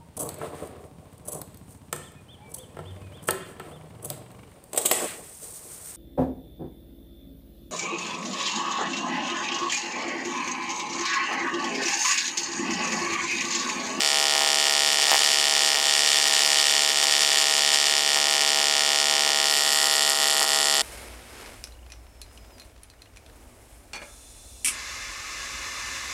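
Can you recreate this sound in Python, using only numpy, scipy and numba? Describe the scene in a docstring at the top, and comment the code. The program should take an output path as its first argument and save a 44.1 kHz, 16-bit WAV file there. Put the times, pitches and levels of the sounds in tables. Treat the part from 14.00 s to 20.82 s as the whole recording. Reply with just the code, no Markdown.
"""AC TIG arc on metal

An alternating-current arc buzzes in a workshop: each cycle snaps at collapse, restrike and reversal.
Filtered clicks make the snaps, cracks, pops and pool splutter; gated noise makes the oxide fizz.
Shielding gas is steady coloured noise, the fan two wavering sines, the hum a sum of harmonics.
Torch cup, arc length and torch shift filter the arc; bench and room add noise-burst echoes."""
import sys
import numpy as np
from scipy import signal
from scipy.fft import rfft, irfft
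from scipy.io import wavfile
from numba import njit

SR = 44100
rng = np.random.default_rng(int(sys.argv[2]) if len(sys.argv) > 2 else 0)


def wrap_up_sound(samples):
    """Save the sound to the file named by the first command line argument, as 16-bit audio."""
    columns = np.atleast_2d(samples).T
    # keep every value between -1 and 1, then stretch to whole-number steps
    tamed = np.clip(columns, -1, 1)
    steps = np.round(tamed * 32767).astype(np.int16)
    wavfile.write(sys.argv[1], SR, steps)


N = 300761
TIME = np.arange(N) / SR
BINS_HZ = np.maximum(np.arange(2049) * SR / 4096, 1)

ARC_HZ = 72.4768
# moments in the first cycle
COLLAPSE_S, RESTRIKE_S, REVERSE_S = 0.0059, 0.00653, 0.01283


def from_db(db):
    """Decibels to amplitude gain."""
    return 10 ** (np.asarray(db) / 20)


def rms_one(x):
    """Scale to unit power."""
    return x / np.sqrt(np.mean(x ** 2) + 1e-20)


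def at_time(rows, s):
    """Interpolate a two-column curve at times s."""
    return np.interp(s, *np.transpose(rows))


def spectrum(rows, column=1):
    """One column of a spectrum table, in dB at every bin, linear over log frequency."""
    rows = np.array(rows)
    return np.interp(np.log(BINS_HZ), np.log(rows[:, 0]), rows[:, column])


def resonances(rows):
    """Bell-shaped peaks and notches, in dB at every bin."""
    return sum(db / (1 + (2 * (BINS_HZ - hz) / width_hz) ** 2) for hz, width_hz, db in rows)


def colour(x, curve_db):
    """Minimum-phase filter: it rings after a click, never before."""
    cepstrum = irfft(np.log(from_db(curve_db)))
    half = len(cepstrum) // 2
    cepstrum[1:half] *= 2
    cepstrum[half + 1:] = 0
    impulse_response = irfft(np.exp(rfft(cepstrum)))
    return signal.fftconvolve(x, impulse_response)[:N]


def clicks(times, sizes, size=12):
    """Band-limited impulses at exact times, between the samples."""
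    index = np.round(times * SR).astype(int)[:, None] + np.arange(-size, size + 1)
    offset = index - times[:, None] * SR
    shape = np.sinc(offset) * np.sinc(offset / (size + 1)) * sizes[:, None]
    return np.bincount(np.maximum(index, 0).ravel(), shape.ravel(), N)[:N]


def cycles(first_s):
    """One moment in every cycle of the current."""
    return first_s + np.arange(int(N / SR * ARC_HZ) + 1) / ARC_HZ


def swells(rows, s):
    """Brief Gaussian swells from rows of (t/s, length/s, level/dB)."""
    return sum(db * np.exp(-(2 * (s - at) / length) ** 2) for at, length, db in rows)


def drift(s, per_s):
    """Random values, per_s of them a second, joined by straight lines."""
    return np.interp(s * per_s, np.arange(400), rng.standard_normal(400))


# fizz of the oxide being stripped, before trim: t/s, level/dB
FIZZ = [(0, -26.5), (0.22, -34), (0.9, -28.5), (1.2, -22), (1.45, -26), (1.82, -25.5), (2.12, -20),
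        (2.45, -23.5), (2.63, -21), (2.82, -25), (3.13, -23.5), (3.24, -21), (3.5, -27), (3.82, -23),
        (4.2, -30), (5.25, -32.5), (5.78, -27.8), (6.0, -33.5), (6.82, -36)]
CLEAN_METAL_DB = -31  # reference on the FIZZ scale


def oxide(s):
    """Oxide under the arc, as dB of fizz relative to clean metal."""
    return at_time(FIZZ, s) - CLEAN_METAL_DB


# brief falters of the arc: t/s, length/s, depth/dB
FALTERS = [(.975, 0.037, 1), (1.81, 0.18, 1.4), (2.28, 0.1, 1), (2.935, 0.058, 3), (4.03, 0.061, 2.3),
           (5.6, 0.079, 1), (6.16, .07, 3.2), (6.34, .04, 2), (6.46, .06, 3.2)]


def falter_db(s):
    """Depth by which the arc falters."""
    return swells(FALTERS, s)


SHIFT_START_S, SHIFT_END_S = 5.26, 5.7


def shifted(s):
    """How far the torch has shifted, 0-1."""
    return np.interp(s, [SHIFT_START_S, SHIFT_END_S], [0, 1])


FORCE_DB, SHIFT_FORCE_DB = -1.19, -0.5
FORCE_PER_FIZZ = 0.045  # dB per dB


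def arc_force(s):
    """Arc force in dB: harder on oxide, weaker in a falter and after the torch shift."""
    return FORCE_DB + FORCE_PER_FIZZ * oxide(s) + SHIFT_FORCE_DB * shifted(s) - falter_db(s)


# gas noise density, relative: f/Hz, level/(dB per Hz)
GAS_COLOUR = [(25, -8.5), (110, -10), (230, -3), (400, 3), (750, -2), (1050, -19.5), (1600, -1), (3200, -2),
              (8000, 5), (10000, 0.5), (13000, -26), (15500, -37)]


def gas(rms_db):
    """Shielding gas: steady turbulent hiss from coloured noise."""
    hiss = colour(rng.standard_normal(N), spectrum(GAS_COLOUR))
    return from_db(rms_db) * rms_one(hiss)


# fan tones: f/Hz, level/dB rms
FAN = [(457.6, -52.5), (1044, -53)]


def fan(waver_rad):
    """Cooling fan: two thin tones sharing a random-walk phase."""
    knots = np.linspace(0, N / SR, 40)
    walk = np.cumsum(rng.standard_normal(len(knots)))
    phase = waver_rad * np.interp(TIME, knots, walk)
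    return sum(np.sqrt(2) * from_db(db) * np.sin(2 * np.pi * hz * TIME + phase) for hz, db in FAN)


# buzz harmonics, relative: multiple of ARC_HZ, level/dB
HUM_ORDERS = [(3, -17.5), (4, -20.5), (5, -13), (6, -9.5), (7, -11.5), (8, -11), (9, -2.5), (10, -8),
              (11, -0.5), (12, -13), (13, -8), (14, -16), (15, -10.5), (16, -13.5), (17, -10), (18, -9.5),
              (19, -8), (20, -7), (21, -42), (22, -12.5)]
HUM_PER_FIZZ = -0.29  # dB per dB


def hum(level_db, smear_rad, follows):
    """Harmonics phased by two opposite pressure kicks a cycle; reflections smear their timing."""
    out = np.zeros(N)
    second_kick_s = REVERSE_S + RESTRIKE_S - COLLAPSE_S
    for multiple, db in HUM_ORDERS:
        rad_per_s = 2 * np.pi * round(multiple) * ARC_HZ
        kicks = np.exp(-1j * rad_per_s * RESTRIKE_S) - np.exp(-1j * rad_per_s * second_kick_s)
        phase = np.angle(kicks) + smear_rad * rng.standard_normal()
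        out += from_db(db) * np.cos(rad_per_s * TIME + phase)
    strength_db = level_db + HUM_PER_FIZZ * oxide(TIME) + follows * arc_force(TIME)
    return rms_one(out) * from_db(strength_db)


# fizz noise density, relative: f/Hz, level/(dB per Hz)
FIZZ_COLOUR = [(120, -37), (250, -20.5), (400, -11.5), (750, -6.5), (1050, -11), (1300, -4.5), (1600, -4),
               (2200, -12), (3200, 2.5), (5000, -2.5), (8000, -4), (10000, -9.5), (13000, -24),
               (15500, -30)]
FALTER_FIZZ = 1.8  # dB per dB of falter


def fizz(level_db, flicker_db, start_db, fade_s):
    """Cathode spots dart over the oxide from reversal to restrike, then die away."""
    since = (TIME - REVERSE_S) % (1 / ARC_HZ)
    length = (RESTRIKE_S - REVERSE_S) % (1 / ARC_HZ)
    rise = from_db(start_db * np.maximum(1 - since / length, 0))
    gate = rise * np.exp(-np.maximum(since - length, 0) / fade_s)
    times = cycles(REVERSE_S)
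    flicker = np.interp(TIME, times, rng.standard_normal(len(times)))
    strength_db = level_db + at_time(FIZZ, TIME) - FALTER_FIZZ * falter_db(TIME) + flicker_db * flicker
    spots = rng.standard_normal(N) * gate * from_db(strength_db)
    shape_db = spectrum(FIZZ_COLOUR)
    return colour(spots, shape_db) / np.sqrt(np.mean(from_db(shape_db) ** 2))


# snap spectra before arc force: f/Hz, collapse level/dB, restrike level/dB, reversal level/dB
SNAPS = [(500, -33, -37, -39.5), (1060, -17.5, -11, -13), (1590, 8.5, 4.5, 4), (1780, 12, 3.5, -3.5),
         (2535, 6, 4, -6), (3424, 16, 9.5, 13), (4280, 3, 12.5, 1), (6220, -8.5, 9, -3),
         (7780, -4.5, 5, -0.5), (9540, -21.5, -1.5, -5.5), (12900, -9, -15.5, -18.5),
         (14900, -36, -35.5, -53)]


def snaps(scatter_db, reversal_scatter_db, reversal_follows):
    """Collapse pushes, restrike and reversal pull; the reversal scatters less and follows force less."""
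    force_db = arc_force(cycles(COLLAPSE_S))
    chance = rng.standard_normal((len(force_db), 3))
    reversal_db = reversal_follows * force_db + reversal_scatter_db * chance[:, 2]
    collapse = clicks(cycles(COLLAPSE_S), from_db(force_db + scatter_db * chance[:, 0]))
    restrike = clicks(cycles(RESTRIKE_S), from_db(force_db + scatter_db * chance[:, 1]))
    reversal = clicks(cycles(REVERSE_S), from_db(reversal_db))
    push = colour(collapse, spectrum(SNAPS, column=1))
    pull = colour(restrike, spectrum(SNAPS, column=2))
    return push - pull - colour(reversal, spectrum(SNAPS, column=3))


# pool splutters: t/s, length/s, level change/dB
SPLUTTERS = [(1.12, .07, 14), (1.75, 0.044, 13), (2.45, 0.16, -1), (5.68, 0.061, 8), (6.425, 0.046, 15)]
# push spectrum before level: f/Hz, level/dB
SPUTTER_COLOUR = [(120, -30), (400, -5.5), (800, 9), (1050, 0), (1300, 2), (1800, 1), (2400, -3.5),
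                  (5000, -19)]


def sputter(level_db, wander_db):
    """Each reversal jolts the molten pool: a dull push of random size and sign."""
    times = cycles(REVERSE_S)
    db = level_db + swells(SPLUTTERS, times) + wander_db * drift(times, per_s=9.6)
    pushes = clicks(times, from_db(db) * rng.uniform(-0.54, 1, len(times)))
    return colour(pushes, spectrum(SPUTTER_COLOUR))


# crack spectrum before level: f/Hz, level/dB
CRACK_COLOUR = [(150, -22), (400, -22), (800, -3.5), (2000, -4), (3300, 6), (6000, -2.5), (9000, -1),
                (13000, -12.5), (15500, -40)]


def crackle(level_db, wander_db, spread_db, lag_s):
    """After each reversal the arc catches up to lag_s late, with a crack of random size and sign."""
    times = cycles(REVERSE_S)
    spread = rng.uniform(-1.37, 1, len(times))
    sizes = from_db(level_db + wander_db * drift(times, per_s=3.6) + spread_db * spread)
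    signs = rng.choice([-1, 1], len(times))
    cracks = clicks(times + lag_s * rng.random(len(times)), sizes * signs)
    return colour(cracks, spectrum(CRACK_COLOUR))


# late ignitions, before colour: t/s, level/dB
POPS = [(1.02, -19), (1.117, -18), (1.172, -27), (1.338, -21), (1.751, -24), (2.221, -26), (2.276, -20),
        (2.717, -23), (3.393, -24), (4.414, -19), (5.573, -20), (5.587, -23), (5.725, -21), (6.429, -21)]
# pop spectrum: f/Hz, level/dB
POP_COLOUR = [(150, -25), (400, 26), (1100, 14), (2200, 27.5), (3300, 32), (6000, 23.5), (10000, 23),
              (15500, -6)]


def pops(lag_s):
    """Some reversals ignite late with a pop, lag_s after the nearest reversal."""
    s, db = np.transpose(POPS)
    reversal = REVERSE_S + np.round((s - REVERSE_S) * ARC_HZ) / ARC_HZ
    return -colour(clicks(reversal + lag_s, from_db(db)), spectrum(POP_COLOUR))


# peaks and notches of torch cup and workpiece: f/Hz, width/Hz, level/dB
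CUP = [(1564, 160, -9), (1744, 130, 2.5), (1898, 123, 6.5), (1990, 31, -13.5), (2278, 59, 5.5),
       (2995, 250, 1.5), (3305, 190, -2), (3700, 280, 0.5), (4080, 290, -7), (4480, 170, 1),
       (4840, 420, 0.5), (5310, 810, 5), (6300, 580, -5), (7030, 160, 8.5), (7237, 180, -12),
       (7580, 410, 5), (7860, 180, -2), (8630, 410, 2), (9600, 50, -16), (11550, 700, -5.5),
       (12460, 600, 7)]


def cup(x):
    """Torch cup and workpiece resonate and cancel at fixed pitches."""
    return colour(x, resonances(CUP))


# treble resonances in the torch cup: f/Hz, width/Hz
LINGER = [(7200, 2400), (9300, 1800), (12300, 1200)]


def linger(x):
    """All-pass resonances hold the treble back a moment and stretch each snap."""
    for hz, width_hz in LINGER:
        r = np.exp(-np.pi * width_hz / SR)
        poles = np.array([1, -2 * r * np.cos(2 * np.pi * hz / SR), r * r])
        x = signal.lfilter(poles[::-1], poles, x)
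    return x


@njit
def moving_band(x, tuning, damping):
    """State-variable band-pass with a gliding centre, gain 1 on top."""
    out = np.zeros(len(x))
    first, second = 0.0, 0.0
    for i in range(len(x)):
        g = tuning[i]
        band = (first + g * (x[i] - second)) / (1 + g * (g + damping))
        first = 2 * band - first
        second += 2 * g * band
        out[i] = damping * band
    return out


# notch from the arc's mirror image in the metal, lower as the arc lengthens: t/s, f/Hz
ARC_NOTCH = [(0, 11400), (2.6, 10700), (4.0, 10100), (5.3, 9800), (5.45, 7440), (5.7, 5900), (6.8, 5540)]


def arc_length(x, notch_db, notch_share, peak_db, peak_share):
    """Arc and image cancel at the notch, add up an octave above; widths are shares of the pitch."""
    notch_hz = at_time(ARC_NOTCH, TIME)
    for hz, db, share in (notch_hz, notch_db, notch_share), (2 * notch_hz, peak_db, peak_share):
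        tuning = np.tan(np.pi * np.minimum(hz / SR, 0.45))
        x = x + (from_db(db) - 1) * moving_band(x, tuning, share)
    return x


# further peaks and notches at full torch shift: f/Hz, width/Hz, level/dB
SHIFTED = [(1310, 360, 7), (1944, 120, 6.5), (2220, 700, -4), (4340, 240, 2.5), (5870, 120, -10),
           (7640, 160, 5), (11300, 1300, 1.5), (11860, 400, 2.5), (12800, 320, -10)]


def torch_shift(x):
    """Crossfade to further resonances as the torch shifts."""
    shift = shifted(TIME)
    return (1 - shift) * x + shift * colour(x, resonances(SHIFTED))


def workshop(x, first_s, bench_db, bench_s, room_db, room_t60_s):
    """Scatter from the bench close by, plus the diffuse tail of the room."""
    t = TIME[:SR // 2]
    decays = [np.exp(-t / bench_s), from_db(-60 * t / room_t60_s)]
    tails = rng.standard_normal((2, len(t))) * (t > first_s) * decays
    bench, room = tails / np.linalg.norm(tails, axis=1, keepdims=True)
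    echoes = from_db(bench_db) * bench + from_db(room_db) * room
    return x + signal.fftconvolve(x, echoes)[:N]


def scene():
    """The arc, coloured by its surroundings, over hum, gas and fan."""
    arc = fizz(level_db=-0.94, flicker_db=3.0, start_db=-3.0, fade_s=0.00083)
    arc = arc + snaps(scatter_db=0.68, reversal_scatter_db=0.4, reversal_follows=0.53)
    arc = arc + sputter(level_db=-4, wander_db=4.0)
    arc = arc + crackle(level_db=-6.5, wander_db=2.0, spread_db=6.5, lag_s=0.000312)
    arc = arc + pops(lag_s=0.00017)
    arc = linger(cup(arc))
    arc = arc_length(arc, notch_db=-1.5, notch_share=0.078, peak_db=6.5, peak_share=0.44)
    arc = torch_shift(arc)
    arc = workshop(arc, first_s=0.001, bench_db=-16.5, bench_s=0.00083, room_db=-13.5, room_t60_s=0.97)
    buzz = hum(level_db=-32.0, smear_rad=0.34, follows=0.43)
    return (arc + buzz + gas(rms_db=-38) + fan(waver_rad=0.75))[None]


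CUTOFF_HZ = 15800


def record(dry):
    """Round off the tallest peaks and cut the top steeply."""
    rounded = dry / (1 + (dry / 0.78) ** 6) ** (1 / 6)
    lowpass = signal.ellip(12, 0.1, 90, CUTOFF_HZ, fs=SR, output="sos")
    return signal.sosfilt(lowpass, rounded)


dry = scene()
out = record(dry)
wrap_up_sound(out)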